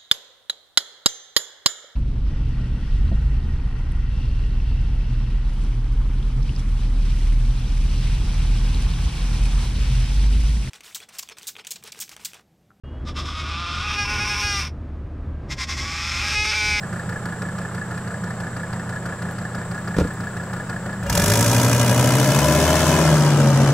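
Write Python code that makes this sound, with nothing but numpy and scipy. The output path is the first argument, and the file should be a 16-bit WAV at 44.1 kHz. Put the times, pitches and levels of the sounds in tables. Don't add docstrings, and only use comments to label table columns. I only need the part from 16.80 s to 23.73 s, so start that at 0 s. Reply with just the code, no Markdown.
import sys
import numpy as np
from scipy import signal
from scipy.fft import rfft, irfft, next_fast_len
from scipy.io import wavfile
from scipy.ndimage import uniform_filter1d

SR = 44100
rng = np.random.default_rng(int(sys.argv[2]) if len(sys.argv) > 2 else 0)


def bounce(signal):
    frames = np.transpose(np.atleast_2d(signal))
    limited = np.clip(frames, -1, 1)
    pcm = np.round(limited * 32767).astype(np.int16)
    wavfile.write(sys.argv[1], SR, pcm)


N = 305613

# t/s, rate/firings per s
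FIRING_RATE = [(0, 30.56), (4.0, 30.5), (4.18, 29.25), (4.29, 30.32), (4.36, 43.2), (4.55, 55.07),
               (4.8, 60.34), (5.15, 60.71), (5.45, 66.41), (5.7, 75.33), (6.15, 82.39), (6.4, 74.88),
               (6.75, 68.79), (6.93, 70.13)]
# knock level/dB, knock delay/ms, lower ring level/dB, clack level/dB
CYLINDERS = [(-1.5, -7, -4.5, -8), (2.5, -4, -6.5, -7), (-13, -8, -11, -22), (-8, -8, -12.5, -19),
             (-3, -8, 0.5, 0)]
# intake level/dB, intake delay/ms, exhaust level/dB, exhaust delay/ms
PUFFS = [(-4.7, 20.3, -7.4, 4.3), (-9.1, 20.2, -12.6, 6.7), (-4.3, 21.4, -8.8, 3.9), (-.8, 22.5, -5.6, 6.8),
         (-6.3, 20.5, -5.6, 7.6)]
# f/Hz, width/Hz, level/dB
INTAKE_MODES = [(96, 17.2, -3.1), (121, 11.3, 0)]
# f/Hz, width/Hz, level/dB
EXHAUST_MODES = [(171.9, 13.5, 2.6), (195.1, 18.8, 0)]
# f/Hz, width/Hz, level/dB
BLOCK_MODES = [(1690, 36, 2), (1806, 50, -6)]
# f/Hz, width/Hz, level/dB
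SUMP_MODES = [(262, 200, -12.5), (790, 410, -13.5), (1217, 26, 8.5), (1425, 37, 12.5)]
# f/Hz, level/dB
CLACK_COLOUR = [(1200, 2.5), (2300, 0), (3400, -6), (4700, 2), (6500, -8.5), (11000, -12), (15700, -21)]
# f/Hz, level/dB
TICKOVER_COLOUR = [(130, -14), (220, -2), (258, -8.5), (441, -7), (500, -5.5), (933, -10), (1480, -9.5),
                   (1710, -10.5), (2400, -26), (6400, -39.5), (7650, -25.5), (9310, -37), (15600, -52)]
# t/s, level/dB
LOAD = [(4.2, -19), (4.27, -13), (4.3, -3.5), (4.36, -0.5), (4.52, 1.5), (5.07, -3.5), (5.7, -2.5),
        (6.2, -2.5)]
# f/Hz, level/dB
CLATTER_COLOUR = [(1290, -9), (2200, -0.5), (2470, -0.5), (2680, -5), (2860, -5.5), (3100, -10.5),
                  (3370, 1), (3660, -4), (4340, -4.5), (5930, 3), (9010, -2.5), (9780, -3), (12400, -6.5),
                  (15600, -12)]
# f/Hz, level/dB
ROAR_COLOUR = [(120, -7), (200, 1), (356, -8.5), (399, -4.5), (600, -6), (753, -6), (1610, -11),
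               (2710, -32.5), (3000, -18.5), (3900, -52), (6600, -120)]
# f/Hz, width/Hz, level/dB
PIPE_MODES = [(593, 31, 3.5), (966, 20, -2.5), (1324, 35, -7), (1617, 90, -5), (2043, 26, -11.5),
              (2460, 51, -11), (2880, 39, -11.5), (3300, 18, -19)]
# t/s, factor on f
PIPE_HEAT = [(4.3, 0.97), (5, 0.99), (6, 1.053), (6.93, 0.9)]
# t/s, firing tone level/dB, its octave level/dB
FIRING_TONES = [(4.28, -45, -47), (4.36, -31, -27), (4.52, -32, -17.5), (4.85, -45, -15.5),
                (5.45, -45, -16), (5.64, -23.5, -17.5), (5.87, -20, -22.5), (6.13, -24, -22.5),
                (6.32, -25, -12), (6.49, -43, -12.5), (6.82, -31, -12.5), (6.93, -37, -13)]
# multiple, level/dB
ORDER_TONES = [(7, -3.5), (8, -12.5), (9, 4.5), (11, -3.5), (12, -5.5), (13, -18), (14, -4), (15, -0.5),
               (16, -5.5), (17, -9), (18, -6.5), (20, 0.5), (21, -7), (22, -3), (23, -15), (24, -6.5),
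               (26, -4.5), (34, -5), (36, -20.5), (40, -5), (41, -12.5)]
# t/s, length/s, start f/Hz, end f/Hz, level/dB
CHIRP = (1.487, .04, 3980, 3800, -52)
# t/s, level/dB, f/Hz
TICKS = [(2.51, -33, 850), (2.512, -48, 11000), (2.52, -50, 13000), (3.335, -46, 11000)]
# t/s, panel level/dB, latch click level/dB
DOOR_CONTACTS = [(3.166, -21.5, -29.5), (3.184, -10.5, -26), (3.199, -16.5, -30.5), (3.209, -15, -50),
                 (3.215, -16, -56), (3.229, -25, -54), (3.248, -21.5, -46)]
# f/Hz, level/dB, time to fade by 60 dB/s
PANEL_MODES = [(42, -9, .12), (77.6, -3.5, 0.14), (143, -14, .06), (178, 1.5, 0.11), (259, -8, 0.079),
               (295, -2.5, 0.079), (390, -4, 0.045), (490, 1, 0.042), (626, 1, 0.014), (1380, -8.5, 0.032),
               (2350, -17, 0.024)]
# f/Hz, level/dB
LATCH_COLOUR = [(500, 3), (1200, 8), (2300, -3), (5500, -8.5), (9000, -15), (15000, -25)]
# t/s, level/dB, f/Hz, length/s
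BODY_BOOMS = [(6.65, -18.5, 220.5, 0.063), (6.824, -16.5, 228, 0.038)]
# f/Hz, level/dB
LEAVES_COLOUR = [(300, -20), (1000, -10), (3000, 1.5), (6000, 0.5), (10000, -9), (15700, -14)]
# f/Hz, level/dB
RUMBLE_COLOUR = [(20, -2), (35, -6.5), (60, -5), (110, 3), (200, 7.5), (300, -45)]
# f/Hz, level/dB
ECHO_COLOUR = [(60, -35), (130, -43), (290, -15), (640, -14), (1400, -16.5), (3000, -0.5), (5000, 3),
               (8000, -3.5), (15000, -11)]
# t/s, left minus right level/dB, echo level/dB
PAN = [(0, -1.5, -7), (4.2, 0, -3.5), (5.2, 1, -1), (5.7, 2, -1.5), (6.1, 1.7, 0.5), (6.93, 1, 2)]
# f/Hz, left minus right level/dB
SIDE_COLOUR = [(60, 0), (200, 0), (380, -0.2), (950, 1), (2380, 1), (5980, -0.5), (15000, -2.5)]
# f/Hz, lead of the left/rad
LEFT_LEAD = [(20, 0), (200, -0.018), (700, 0.32), (1500, 0.51), (3360, 0.53), (4740, 1.5), (6030, -0.2),
             (8870, -0.34), (15300, 1.2)]

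FIRST_TURN = -.096
PEDAL_S = 4.21
CLATTER_DB, ORDERS_DB = -25, -29.5
ROAR_DB, ROAR_DB_PER_RATE = -21.5, 0.1
ORDERS_FOLLOW = 0.22
PASS_S, PASS_LENGTH_S = 6.09, 0.5
PASS_CLATTER_DB, PASS_ROAR_DB, PASS_PIPE_DB = -6.5, 0.5, -7
DULL_S, DULL_LENGTH_S = 5.67, 1.2
TOP_DB, DULL_TOP_DB = 1, -10
TOP_HZ = 15760


def amp(db):
    return 10 ** (np.asarray(db) / 20)


def unit(x):
    return x / np.sqrt(np.mean(x ** 2) + 1e-20)


def curves(rows):
    s, *cols = np.transpose(rows)
    return [np.interp(np.arange(N) / SR, s, c) for c in cols]


def along(points, hz):
    f, v = np.transpose(points)
    return np.interp(np.log(hz + 1), np.log(f + 1), v)


def wobble(count):
    knots = int(count * N / SR) + 2
    return np.interp(np.arange(N) * count / SR, np.arange(knots), rng.standard_normal(knots))


def filtered(x, response):
    m = next_fast_len(N + SR // 2)
    return irfft(rfft(x, m) * response(np.fft.rfftfreq(m, 1 / SR)), m)[..., :N]


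def colour(points):
    return lambda hz: amp(along(points, hz))


def noise(points):
    return unit(filtered(rng.standard_normal(N), colour(points)))


def modes(table):
    def response(f):
        return sum((-1) ** k * amp(db) * 1j * f * w / (c * c - f * f + 1j * f * w)
                   for k, (c, w, db) in enumerate(table))
    return response


def gliding(x, table, factor):
    out, warped = 0, np.cumsum(factor) / SR
    for hz, width, db in table:
        spin, pole = np.exp(2j * np.pi * hz * warped), np.exp(-np.pi * width / SR)
        smooth = signal.lfilter([np.sqrt(1 - pole)], [1, -pole], x * spin.conj())
        out = out + amp(db) * np.real(spin * smooth)
    return out


def train(seconds, sizes):
    at = np.round(seconds * SR).astype(int)
    keep = (at >= 0) & (at < N)
    return np.bincount(at[keep], sizes[keep], N)


def bursts(pulses, ms):
    u = np.arange(SR // 10) / (SR * ms / 1000)
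    return np.abs(signal.fftconvolve(pulses, (u * np.exp(1 - u)) ** 2)[:N])


def idle_engine(time, turn, fired, number, luck, throttle):
    knock_db, knock_ms, low_db, clack_db = np.array(CYLINDERS)[number % len(CYLINDERS)].T
    in_db, in_ms, out_db, out_ms = np.array(PUFFS)[number % len(PUFFS)].T
    puffs = filtered(train(fired + in_ms / 1000, amp(in_db + luck[:, 0])), modes(INTAKE_MODES))
    puffs += filtered(train(fired + out_ms / 1000, amp(out_db + luck[:, 1])), modes(EXHAUST_MODES))
    puffs = filtered(puffs, lambda hz: 1 / (1 + (70 / (hz + 1)) ** 6))
    blows = train(fired + knock_ms / 1000, amp(knock_db + 1.2 * luck[:, 2]))
    low_blows = train(fired - .008, amp(low_db + luck[:, 4]))
    rattle = .03 * rng.standard_normal((2, N))
    knock = unit(filtered(blows + bursts(blows, 5.9) * rattle[0], modes(BLOCK_MODES)))
    knock += 0.56 * unit(filtered(low_blows + bursts(low_blows, 8.8) * rattle[1], modes(SUMP_MODES)))
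    knock = filtered(knock, lambda hz: 1 / (1 + (hz / 2100) ** 8))
    clack_gate = bursts(train(fired - .007, amp(clack_db + 2 * luck[:, 3])), 4.5)
    clack = unit(clack_gate * noise(CLACK_COLOUR))
    gear_gate = bursts(train(fired - .008, amp(0.62 * low_db + 2 * luck[:, 4])), 10.7)
    gear = unit((1 + 0.98 * gear_gate) * noise(TICKOVER_COLOUR))
    catch = amp(8) * np.exp(-((time - 4.37) / 0.11) ** 2)
    strain = amp(6.0) * throttle * np.exp(-np.abs(time - 4.4) / 0.36)
    idle = 1 - throttle
    sound = (idle + catch) * amp(32) * puffs
    sound += (idle + strain) * amp(-36.0) * knock
    firing_tone = amp(-50.0) * np.cos(2 * np.pi * turn)
    return sound + idle * (firing_tone + amp(-50) * clack + amp(-33.5) * gear)


def throttle_engine(time, rate, turn, fired, number, luck):
    clack_db = np.array(CYLINDERS)[number % len(CYLINDERS), 3]
    out_db = np.array(PUFFS)[number % len(PUFFS), 2]
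    (load_db,), (tone_db, octave_db) = curves(LOAD), curves(FIRING_TONES)
    passed = np.clip((time - PASS_S) / PASS_LENGTH_S, 0, 1)
    on = slice(round(PEDAL_S * SR), N)
    speed = np.interp(fired, time, rate)
    early = fired - .22 * np.clip((speed - 71) / 6, 0, 1) / speed
    gate = bursts(train(early - .004 + 0.00031 * luck[:, 4], amp(0.035 * clack_db + 2 * luck[:, 5])), 3.67)
    gate += 0.43 * bursts(train(early - .001, amp(4.2 * luck[:, 3])), 0.22)

    hiss = noise(CLATTER_COLOUR) * (gate + 0.16 + 0.0068 * (rate - 30))
    hiss /= np.sqrt(np.abs(uniform_filter1d(hiss ** 2, SR // 8)) + 1e-9)
    tilt = amp(TOP_DB + DULL_TOP_DB * np.clip((time - DULL_S) / DULL_LENGTH_S, 0, 1))
    high = filtered(hiss, lambda hz: 1 / (1 + (10000 / (hz + 1)) ** 8))
    clatter_db = CLATTER_DB + load_db + PASS_CLATTER_DB * passed
    clatter = amp(clatter_db) * (hiss + (tilt - 1) * high)

    blast = (gate + 1.06) * rng.standard_normal(N) - 14 * train(early, amp(0.08 * out_db + luck[:, 2]))
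    pipe, orders = np.zeros((2, N))
    pipe[on] = unit(gliding(blast[on], PIPE_MODES, curves(PIPE_HEAT)[0][on]))
    roar_db = ROAR_DB + ROAR_DB_PER_RATE * (rate - 60) + PASS_ROAR_DB * passed
    roar = amp(-3.0 + PASS_PIPE_DB * passed) * pipe
    roar += amp(-4) * unit((gate + 1.1) * noise(ROAR_COLOUR))
    roar = filtered(amp(roar_db) * roar, lambda hz: 1 / (1 + (60 / (hz + 1)) ** 4))

    tones = amp(tone_db + 1.1 * wobble(count=10)) * np.cos(2 * np.pi * (turn + 0.068))
    tones += amp(octave_db) * np.cos(4 * np.pi * (turn + 0.38))
    cycle = turn[on] / len(CYLINDERS)
    for multiple, db in ORDER_TONES:
        level = amp(db + 3.14 * wobble(count=10)[on])
        orders[on] += level * np.cos(2 * np.pi * (round(multiple) * cycle + rng.random()))
    orders_db = ORDERS_DB + ORDERS_FOLLOW * load_db
    return clatter + roar + tones + amp(orders_db) * orders


def engine():
    time, rate = np.arange(N) / SR, curves(FIRING_RATE)[0]
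    turn = np.cumsum(rate) / SR + FIRST_TURN
    number = np.arange(int(turn[-1]))
    fired = np.interp(number, turn, time)
    luck = rng.standard_normal((len(number), 6))
    throttle = np.clip((time - PEDAL_S) / 0.12, 0, 1)
    sound = idle_engine(time, turn, fired, number, luck, throttle)
    return sound + throttle * throttle_engine(time, rate, turn, fired, number, luck)


def yard():
    band = [(6000, -42), (7100, -6.5), (7750, 0), (8400, -11), (9500, -40), (12000, -60)]
    mid, side = noise(band), noise(band)
    insects = amp(-51) * np.array([mid + 1.4 * side, mid - 1.54 * side])
    time = np.arange(N) / SR
    pulsing = np.clip((time - 2.6) / .4, 0, 1) * (.4 + np.sin(np.pi * 49 * time) ** 2)
    high = amp(-62) * pulsing * noise([(13500, -60), (14300, -6), (15000, 2), (15800, -5)])
    rustle = amp(-52.5) * np.array([noise(LEAVES_COLOUR), noise(LEAVES_COLOUR)])
    return insects + high + rustle + amp(-40) * noise(RUMBLE_COLOUR)


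def small_sounds():
    out, t = np.zeros(N), np.arange(SR // 20) / SR
    s, length, from_hz, to_hz, db = CHIRP
    u = np.clip(t / length, 0, 1)
    phase = 2 * np.pi * np.cumsum(from_hz + (to_hz - from_hz) * u) / SR
    out[round(s * SR):][:len(t)] += amp(db) * np.sin(np.pi * u) * np.sin(phase)
    for s, db, hz in TICKS:
        band = signal.butter(1, [.8 * hz, 1.2 * hz], "band", fs=SR)
        puff = signal.lfilter(*band, rng.standard_normal(len(t)))
        out[round(s * SR):][:len(t)] += amp(db - 60 * t / .04) * unit(puff)
    return out


def door():
    thud, clicks, t = np.zeros(N + SR), np.zeros(N + SR), np.arange(SR // 3) / SR
    for s, db, click_db in DOOR_CONTACTS:
        ring = 0
        for hz, level, t60 in PANEL_MODES:
            fade = amp(level + rng.normal(0, 1.5) - 60 * t / t60)
            ring = ring + fade * np.sin(2 * np.pi * (hz * t + rng.random()))
        soft_start = 1 - np.exp(-t / 0.0023)
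        thud[round(s * SR):][:len(t)] += amp(db) * ring * soft_start
        clicks[round(s * SR):][:len(t)] += amp(click_db - 60 * t / 0.099)
    return thud[:N] + clicks[:N] * noise(LATCH_COLOUR)


def gravel():
    draw = rng.random((900, 3))
    rolling = np.clip((np.arange(N) / SR - 4.9) / 1.2, 0, 1)
    sizes = amp(14 * draw[:, 1] ** 2) * np.sign(draw[:, 2] - .5)
    snaps = train(4.9 + 2.03 * draw[:, 0], sizes)
    stones = modes([(1200, 1000, -6), (4500, 4000, -3), (9500, 5000, -9.5)])
    return amp(-47) * rolling * unit(filtered(snaps, stones))


def booms():
    time, out = np.arange(N) / SR, np.zeros(N)
    for s, db, hz, length in BODY_BOOMS:
        out += amp(db) * np.exp(-((time - s) / length) ** 2) * np.sin(2 * np.pi * hz * time)
    return out


def spread(x):
    z = signal.stft(x, nperseg=512)[2]
    scattered = signal.istft(z * np.exp(2j * np.pi * rng.random(z.shape)), nperseg=512)[1][:N]
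    pan_db, echo_db = curves(PAN)
    side = amp(echo_db) * filtered(scattered, colour(ECHO_COLOUR))
    half = np.array([[.5], [-.5]])
    pair = np.array([x + side, x - side]) * amp(half * pan_db)

    def ears(hz):
        return amp(half * along(SIDE_COLOUR, hz)) * np.exp(1j * half * along(LEFT_LEAD, hz))
    return filtered(pair, ears)


def scene():
    return spread(engine() + small_sounds() + door() + gravel() + booms()) + yard()


def record(dry):
    return filtered(dry, lambda hz: hz < TOP_HZ)


dry = scene()
out = record(dry)
bounce(out)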